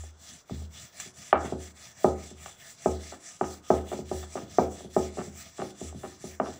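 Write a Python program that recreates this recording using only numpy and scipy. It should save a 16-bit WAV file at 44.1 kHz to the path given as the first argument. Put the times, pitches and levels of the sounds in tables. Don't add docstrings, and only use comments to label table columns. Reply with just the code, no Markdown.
import sys
import numpy as np
from scipy import signal
from scipy.fft import rfft, irfft, next_fast_len
from scipy.io import wavfile
from scipy.ndimage import uniform_filter1d

SR = 44100
rng = np.random.default_rng(int(sys.argv[2]) if len(sys.argv) > 2 else 0)


def unload_audio(sound):
    columns = np.transpose(np.atleast_2d(sound))
    steps = np.round(np.clip(columns, -1, 1) * 32767)
    wavfile.write(sys.argv[1], SR, steps.astype(np.int16))


N = 290619
TIME = np.arange(N) / SR
SIZE = next_fast_len(N + 2 * SR)
HZ = np.maximum(np.arange(SIZE // 2 + 1) * SR / SIZE, 1)


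def undb(db):
    return 10 ** (np.asarray(db) / 20)


def level(x, db):
    return x * undb(db) / np.sqrt(np.mean(x ** 2))


def read(table, hz):
    points_hz, value = np.transpose(table)
    return np.interp(np.log(hz), np.log(points_hz), value)


def through(x, response):
    return irfft(rfft(x, SIZE) * response, SIZE)[:N]


def resonance(hz, width):
    return 1 / (1 + 1j * (HZ ** 2 - hz ** 2) / (HZ * width))


def walk(rate):
    hold = int(SR / rate)
    steps = np.repeat(rng.standard_normal(N // hold + 1), hold)
    return uniform_filter1d(steps, hold)[:N]


def add(track, s, x):
    i = int(s * SR)
    x, i = x[max(-i, 0):], max(i, 0)
    track[i:i + len(x)] += x[:max(N - i, 0)]


# frequency in Hz, relative level in dB per Hz.
AIR_SPECTRUM = [(25, -6), (80, 1.5), (300, -2), (1500, -5), (7000, -64), (15000, -71.5)]


def still_air(db):
    return level(through(rng.standard_normal(N), undb(read(AIR_SPECTRUM, HZ))), db)


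# frequency in Hz, relative level in dB.
ROOM_LEVEL = [(45, -67), (85, -21), (155, -25.5), (300, -14.5), (480, -16.5), (780, -6.5), (1010, -25),
              (1280, -7.5), (1560, -17.5), (2800, -18), (6000, -37)]
# frequency in Hz, time to fall by 60 dB in seconds.
ROOM_DECAY = [(100, 0.52), (400, 0.41), (1200, 0.46), (4000, 0.14)]


def room_response(db, build_s):
    t, tail = TIME[:SR], 0
    half_band = 2 ** (1 / 6)
    for hz in 45 * 2 ** (np.arange(22) / 3):
        band = signal.butter(2, [hz / half_band, hz * half_band], "bandpass", fs=SR, output="sos")
        build_up = 1 - np.exp(-(t / build_s) ** 2)
        decay = undb(-60 * t / read(ROOM_DECAY, hz))
        echoes = signal.sosfilt(band, rng.standard_normal(SR) * build_up * decay)
        share = 2 * hz * (half_band - 1 / half_band) / SR
        echoes = echoes * np.sqrt(share / np.sum(echoes ** 2))
        tail = tail + echoes * undb(read(ROOM_LEVEL, hz) + db)
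    return rfft(tail, SIZE)


# frequency in Hz, time to fall by 60 dB in seconds,
# relative level in dB.
COUNTER_RINGS = [(129.4, 0.27, -13), (203.9, 0.35, -10), (157.8, 0.46, -24.5), (371.5, 0.38, 0),
                 (452, 0.26, -6), (503, 0.44, -9), (549, 0.29, -2), (593, 0.18, -18.5), (782, 0.28, 3.5),
                 (855, 0.13, -3.5), (958, 0.055, -4.5), (1245, 0.35, 5), (1278, 0.23, 0.5), (1553, 0.1, -4),
                 (2330, 0.13, 1)]


def ring_response(db, lag_s):
    rings = 0
    for k, (hz, t60, ring_db) in enumerate(COUNTER_RINGS):
        width = np.log(1000) / (np.pi * t60)
        rings = rings + (-1) ** k * undb(ring_db) * resonance(hz, width)
    return undb(db) * rings * np.exp(-2j * np.pi * HZ * lag_s)


# frequency in Hz, width in Hz, relative level in dB.
BOARD_MODES = [(410, 78, -2), (644, 47, -2.5), (735, 98.4, 3.5), (1185, 167, 0), (1730, 78, -9),
               (2735, 150, -6)]


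def board_response(low_hz):
    modes = sum(undb(db) * resonance(hz, width) for hz, width, db in BOARD_MODES)
    spread = 1 - 2 * resonance(hz=992, width=640)
    s = 1j * HZ / low_hz
    bass_loss = s ** 3 / ((s + 1) * (s * s + s + 1))
    return modes * spread * bass_loss


def contact(soft_ms):
    u = TIME[:SR // 50] * 1000 / soft_ms
    return u ** 3 * np.exp(-u)


# start in seconds, peak of the first knock through
# the board alone in dB, softness of the contact in ms, boom from the weight of the arms in dB.
BOARD_DROPS = [(-.073, -30, .9, -36), (.509, -29, 1.05, -33.5), (.619, -40.5, 0.36, -59),
               (1.0603, -43.5, 0.67, -67), (1.446, -25, 0.51, -61), (1.5228, -19, .4, -41.5),
               (2.0442, -4.5, .24, -34.5), (2.3123, -39, 0.57, -48.5), (2.859, -8.5, .25, -32.5),
               (3.413, -18.5, 0.4, -51), (3.7029, -4.5, 0.23, -33), (3.9304, -21.5, 0.27, -58),
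               (3.9896, -26.5, 0.49, -43), (4.114, -18.5, .3, -35), (4.422, -34, 0.66, -53),
               (4.5846, -4, 0.22, -37.5), (4.8461, -33.5, 0.62, -51), (4.9645, -8.5, 0.27, -37),
               (5.183, -23.5, 0.44, -69), (5.27, -35, 0.73, -48), (5.591, -26, 0.44, -64),
               (5.8139, -27, 0.47, -39), (5.947, -34.5, 0.98, -58), (6.2404, -29, 0.49, -47.5),
               (6.402, -19, 0.36, -58)]
# start in seconds, peak of the first knock through the board alone in dB,
# softness of the contact in ms.
PIN_TAPS = [(0.0366, -40, 0.23), (0.4959, -33, 0.12), (1.0, -39.5, 0.029), (1.3283, -0.5, 0.091),
            (2.4599, -30, 0.027), (3.1237, -31, 0.28), (3.4111, -12, .13), (3.9165, -22.5, 0.32),
            (4.3546, -21, 0.33), (4.806, -34, 0.3), (5.1714, -27.5, 0.33), (5.6214, -21.5, 0.32),
            (5.9258, -37, 0.21), (6.0383, -27, 0.37), (6.3995, -11.5, .11), (6.485, -27, 0.34)]


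def knocks(table, board, bounce_db, bounce_s, edge_db, edge_s):
    force, clack = np.zeros(N), irfft(board, SIZE)[:SR // 30]
    for s, db, soft_ms, *_ in table:
        push = contact(soft_ms)
        push = push * undb(db) / np.abs(signal.fftconvolve(push, clack)).max()
        add(force, s, push)
        edge_delay = edge_s * rng.uniform(.92, 1.08)
        add(force, s + edge_delay, push * undb(edge_db + 2 * rng.standard_normal()))
        gaps = bounce_s * np.array([1, .5]) * rng.uniform(.8, 1.2, 2)
        for delay in np.cumsum(gaps):
            add(force, s + delay, push * undb(bounce_db + 2 * rng.standard_normal()))
    return force


BOOM_LAG_S = .013
TAP_BOOM_DB = -36


def thuds(hz, swell_s):
    out = np.zeros(N)
    pushes = [(s, boom_db) for s, _, _, boom_db in BOARD_DROPS]
    pushes += [(s, db + TAP_BOOM_DB) for s, db, _ in PIN_TAPS]
    age = TIME[:SR]
    swell = age / swell_s * np.exp(1 - age / swell_s)
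    boom = swell * np.sin(2 * np.pi * hz * age)
    for s, db in pushes:
        add(out, s + BOOM_LAG_S, undb(db) * boom)
    return out


# start in seconds, length in seconds,
# rms level through the board alone in dB.
PIN_SCUFFS = [(1.354, 0.026, -33), (1.446, 0.025, -41.5), (3.117, 0.033, -47), (3.428, 0.023, -38),
              (3.915, .03, -44), (4.225, 0.017, -45.5), (4.355, 0.034, -40), (5.171, .05, -41),
              (5.578, .062, -40.5), (6.029, 0.034, -43), (6.436, 0.059, -44.5)]


def scuffs(board, soft_ms, slips_per_s):
    force, clack = np.zeros(N), irfft(board, SIZE)[:SR // 30]
    for s, length, db in PIN_SCUFFS:
        n = int(length * SR)
        slips = np.zeros(n)
        draws = rng.random((64, 2))[:max(int(length * slips_per_s), 2)]
        places = (np.arange(len(draws)) + draws[:, 0]) / len(draws)
        strength = undb(14.0 * draws[:, 1]) * np.sqrt(np.sin(np.pi * places))
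        slips[(places * (n - 1)).astype(int)] = strength
        push = signal.fftconvolve(slips, contact(soft_ms))
        rms = np.sqrt(np.sum(signal.fftconvolve(push, clack) ** 2) / n)
        add(force, s, push * undb(db) / rms)
    return force


# start in seconds, length in seconds, relative rubbing level at full speed in dB.
PIN_STROKES = [(-0.142, 0.28, -55), (0.168, 0.27, -50), (0.446, 0.25, -54), (0.685, 0.24, -50),
               (0.903, 0.23, -48.5), (1.119, 0.24, -48), (1.352, 0.23, -50), (1.554, 0.18, -50),
               (1.729, 0.23, -50.5), (1.927, 0.24, -49.5), (2.121, 0.254, -51.5), (2.335, 0.25, -49.5),
               (2.55, 0.24, -50), (2.755, 0.25, -47), (2.957, 0.24, -49.5), (3.166, 0.26, -50.5),
               (3.376, 0.25, -52), (3.608, 0.25, -48.5), (3.816, 0.23, -49), (4.034, 0.26, -48.5),
               (4.248, 0.242, -51), (4.451, 0.26, -49.0), (4.674, 0.23, -51.5), (4.879, 0.25, -47.5),
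               (5.096, 0.23, -50), (5.284, 0.28, -50.5), (5.515, 0.24, -51.0), (5.732, 0.22, -49.5),
               (5.916, 0.29, -52), (6.163, 0.24, -50.5), (6.374, 0.27, -53.5)]
SPEED_POWER, REST_DB = 1.22, -70.5


def strokes():
    power = undb(REST_DB) ** 2
    for start, length, db in PIN_STROKES:
        speed = np.sin(np.pi * np.clip((TIME - start) / length, 0, 1))
        power = power + (undb(db) * speed ** SPEED_POWER) ** 2
    return 10 * np.log10(power)


# frequency in Hz, relative level in dB per Hz.
RUMBLE_SPECTRUM = [(25, -32), (55, -12), (80, 8), (130, 7), (210, 5), (320, -9), (600, -26), (2000, -51)]


def rumble(stroke_db, db):
    lumps = undb(4 * walk(16))
    noise = through(rng.standard_normal(N), undb(read(RUMBLE_SPECTRUM, HZ)))
    return level(noise, db) * undb(stroke_db) * lumps


def grit(stroke_db, board, db, per_s, soft_ms):
    ticks = (rng.random(N) < per_s / SR) * undb(12 * rng.random(N))
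    crushed = through(ticks, rfft(contact(soft_ms), SIZE) * board)
    return level(crushed, db) * undb(stroke_db)


# start in seconds, gain on the hiss in dB.
GRAIN_CRACKS = [(0.999, -38), (1.45, -54), (2.461, -56)]


def cracks(t60_s):
    return sum(undb(db - 60 * np.abs(TIME - s) / t60_s) * (TIME >= s) for s, db in GRAIN_CRACKS)


def near_echoes(db, fade_s):
    t = TIME[:SR // 10]
    echoes = rng.standard_normal(len(t)) * np.exp(-t / fade_s)
    return 1 + undb(db) * rfft(echoes / np.sqrt(np.sum(echoes ** 2)), SIZE)


def wander(x, depth_db, rate):
    centres = np.geomspace(500, 14000, 12)
    out = 0
    for share in np.eye(len(centres)):
        band = through(x, np.interp(HZ, centres, share))
        out = out + band * undb(depth_db * walk(rate))
    return out


# frequency in Hz, relative level in dB per Hz.
RUB_SPECTRUM = [(100, -18), (300, -14.5), (1000, -11), (2600, -3.5), (4000, -3.5), (5200, -1), (6400, 4),
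                (8000, -3), (9500, -10.5), (12500, -19.5), (14000, -21.5), (15200, -18)]
# frequency in Hz, width in Hz before widening, relative level in dB.
HISS_RESONANCES = [(660, 88, 5), (1248, 61, 5.5), (1788, 104, 4.5), (2097, 350, -3.5), (3455, 205, 3),
                   (5730, 230, 1), (6050, 380, -2), (7190, 320, 1.5), (7540, 320, 1.5), (15100, 530, -5)]


def rubbing(stroke_db, db, grain_db, flicker_db, grip_db, low_follow, high_follow):
    pressure = undb(grain_db * walk(2500) + flicker_db * walk(70))
    hiss = through(rng.standard_normal(N) * pressure, undb(read(RUB_SPECTRUM, HZ)))
    for hz, width, peak_db in HISS_RESONANCES:
        ring = through(rng.standard_normal(N) * pressure, resonance(hz, 1.44 * width) ** 2)
        hiss = hiss + ring * undb(peak_db + grip_db * walk(14))
    hiss = through(hiss, near_echoes(db=-9, fade_s=0.0034))
    hiss = level(wander(hiss, depth_db=3.0, rate=16), db)
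    low = through(hiss, 1 / (1 + (HZ / 2600) ** 4))
    high = through(hiss, 1 - 1 / (1 + (HZ / 9000) ** 8))
    middle = hiss - low - high
    effort_db = stroke_db - np.median(stroke_db)
    sliding = middle + low * undb(low_follow * effort_db) + high * undb(high_follow * effort_db)
    return undb(stroke_db) * sliding + hiss * cracks(t60_s=0.073)


def scene():
    air = still_air(db=-65)
    room = room_response(db=0.5, build_s=0.003)
    whole, top = board_response(low_hz=334), board_response(low_hz=478)
    drops = knocks(BOARD_DROPS, whole, bounce_db=-20.0, bounce_s=.026, edge_db=-8.0, edge_s=0.004693)
    taps = knocks(PIN_TAPS, top, bounce_db=-19, bounce_s=0.02, edge_db=-15, edge_s=0.0033)
    taps += scuffs(top, soft_ms=0.058, slips_per_s=170)
    wood = through(drops, whole + ring_response(db=2.5, lag_s=0.006064) + room)
    wood += through(taps, top + ring_response(db=-4.5, lag_s=0.005076) + undb(-0.5) * room)
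    stroke_db = strokes()
    rolling = rubbing(stroke_db, db=3.0, grain_db=2.0, flicker_db=1.12, grip_db=3,
                      low_follow=0.06, high_follow=0.13)
    rolling += grit(stroke_db, top + room, db=-25, per_s=68, soft_ms=0.028)
    rolling += rumble(stroke_db, db=-8.5)
    return (air + wood + thuds(hz=77.5, swell_s=0.052) + rolling)[None]


TOP_HZ = 15600


def record(dry):
    heard = through(dry[0], 1 - undb(-2.0) * resonance(hz=6550, width=410))
    heard = np.tanh(1.083 * heard) / 1.111
    top_cut = signal.ellip(10, .2, 70, TOP_HZ, fs=SR, output="sos")
    return signal.sosfilt(top_cut, heard)[None]


dry = scene()
out = record(dry)
unload_audio(out)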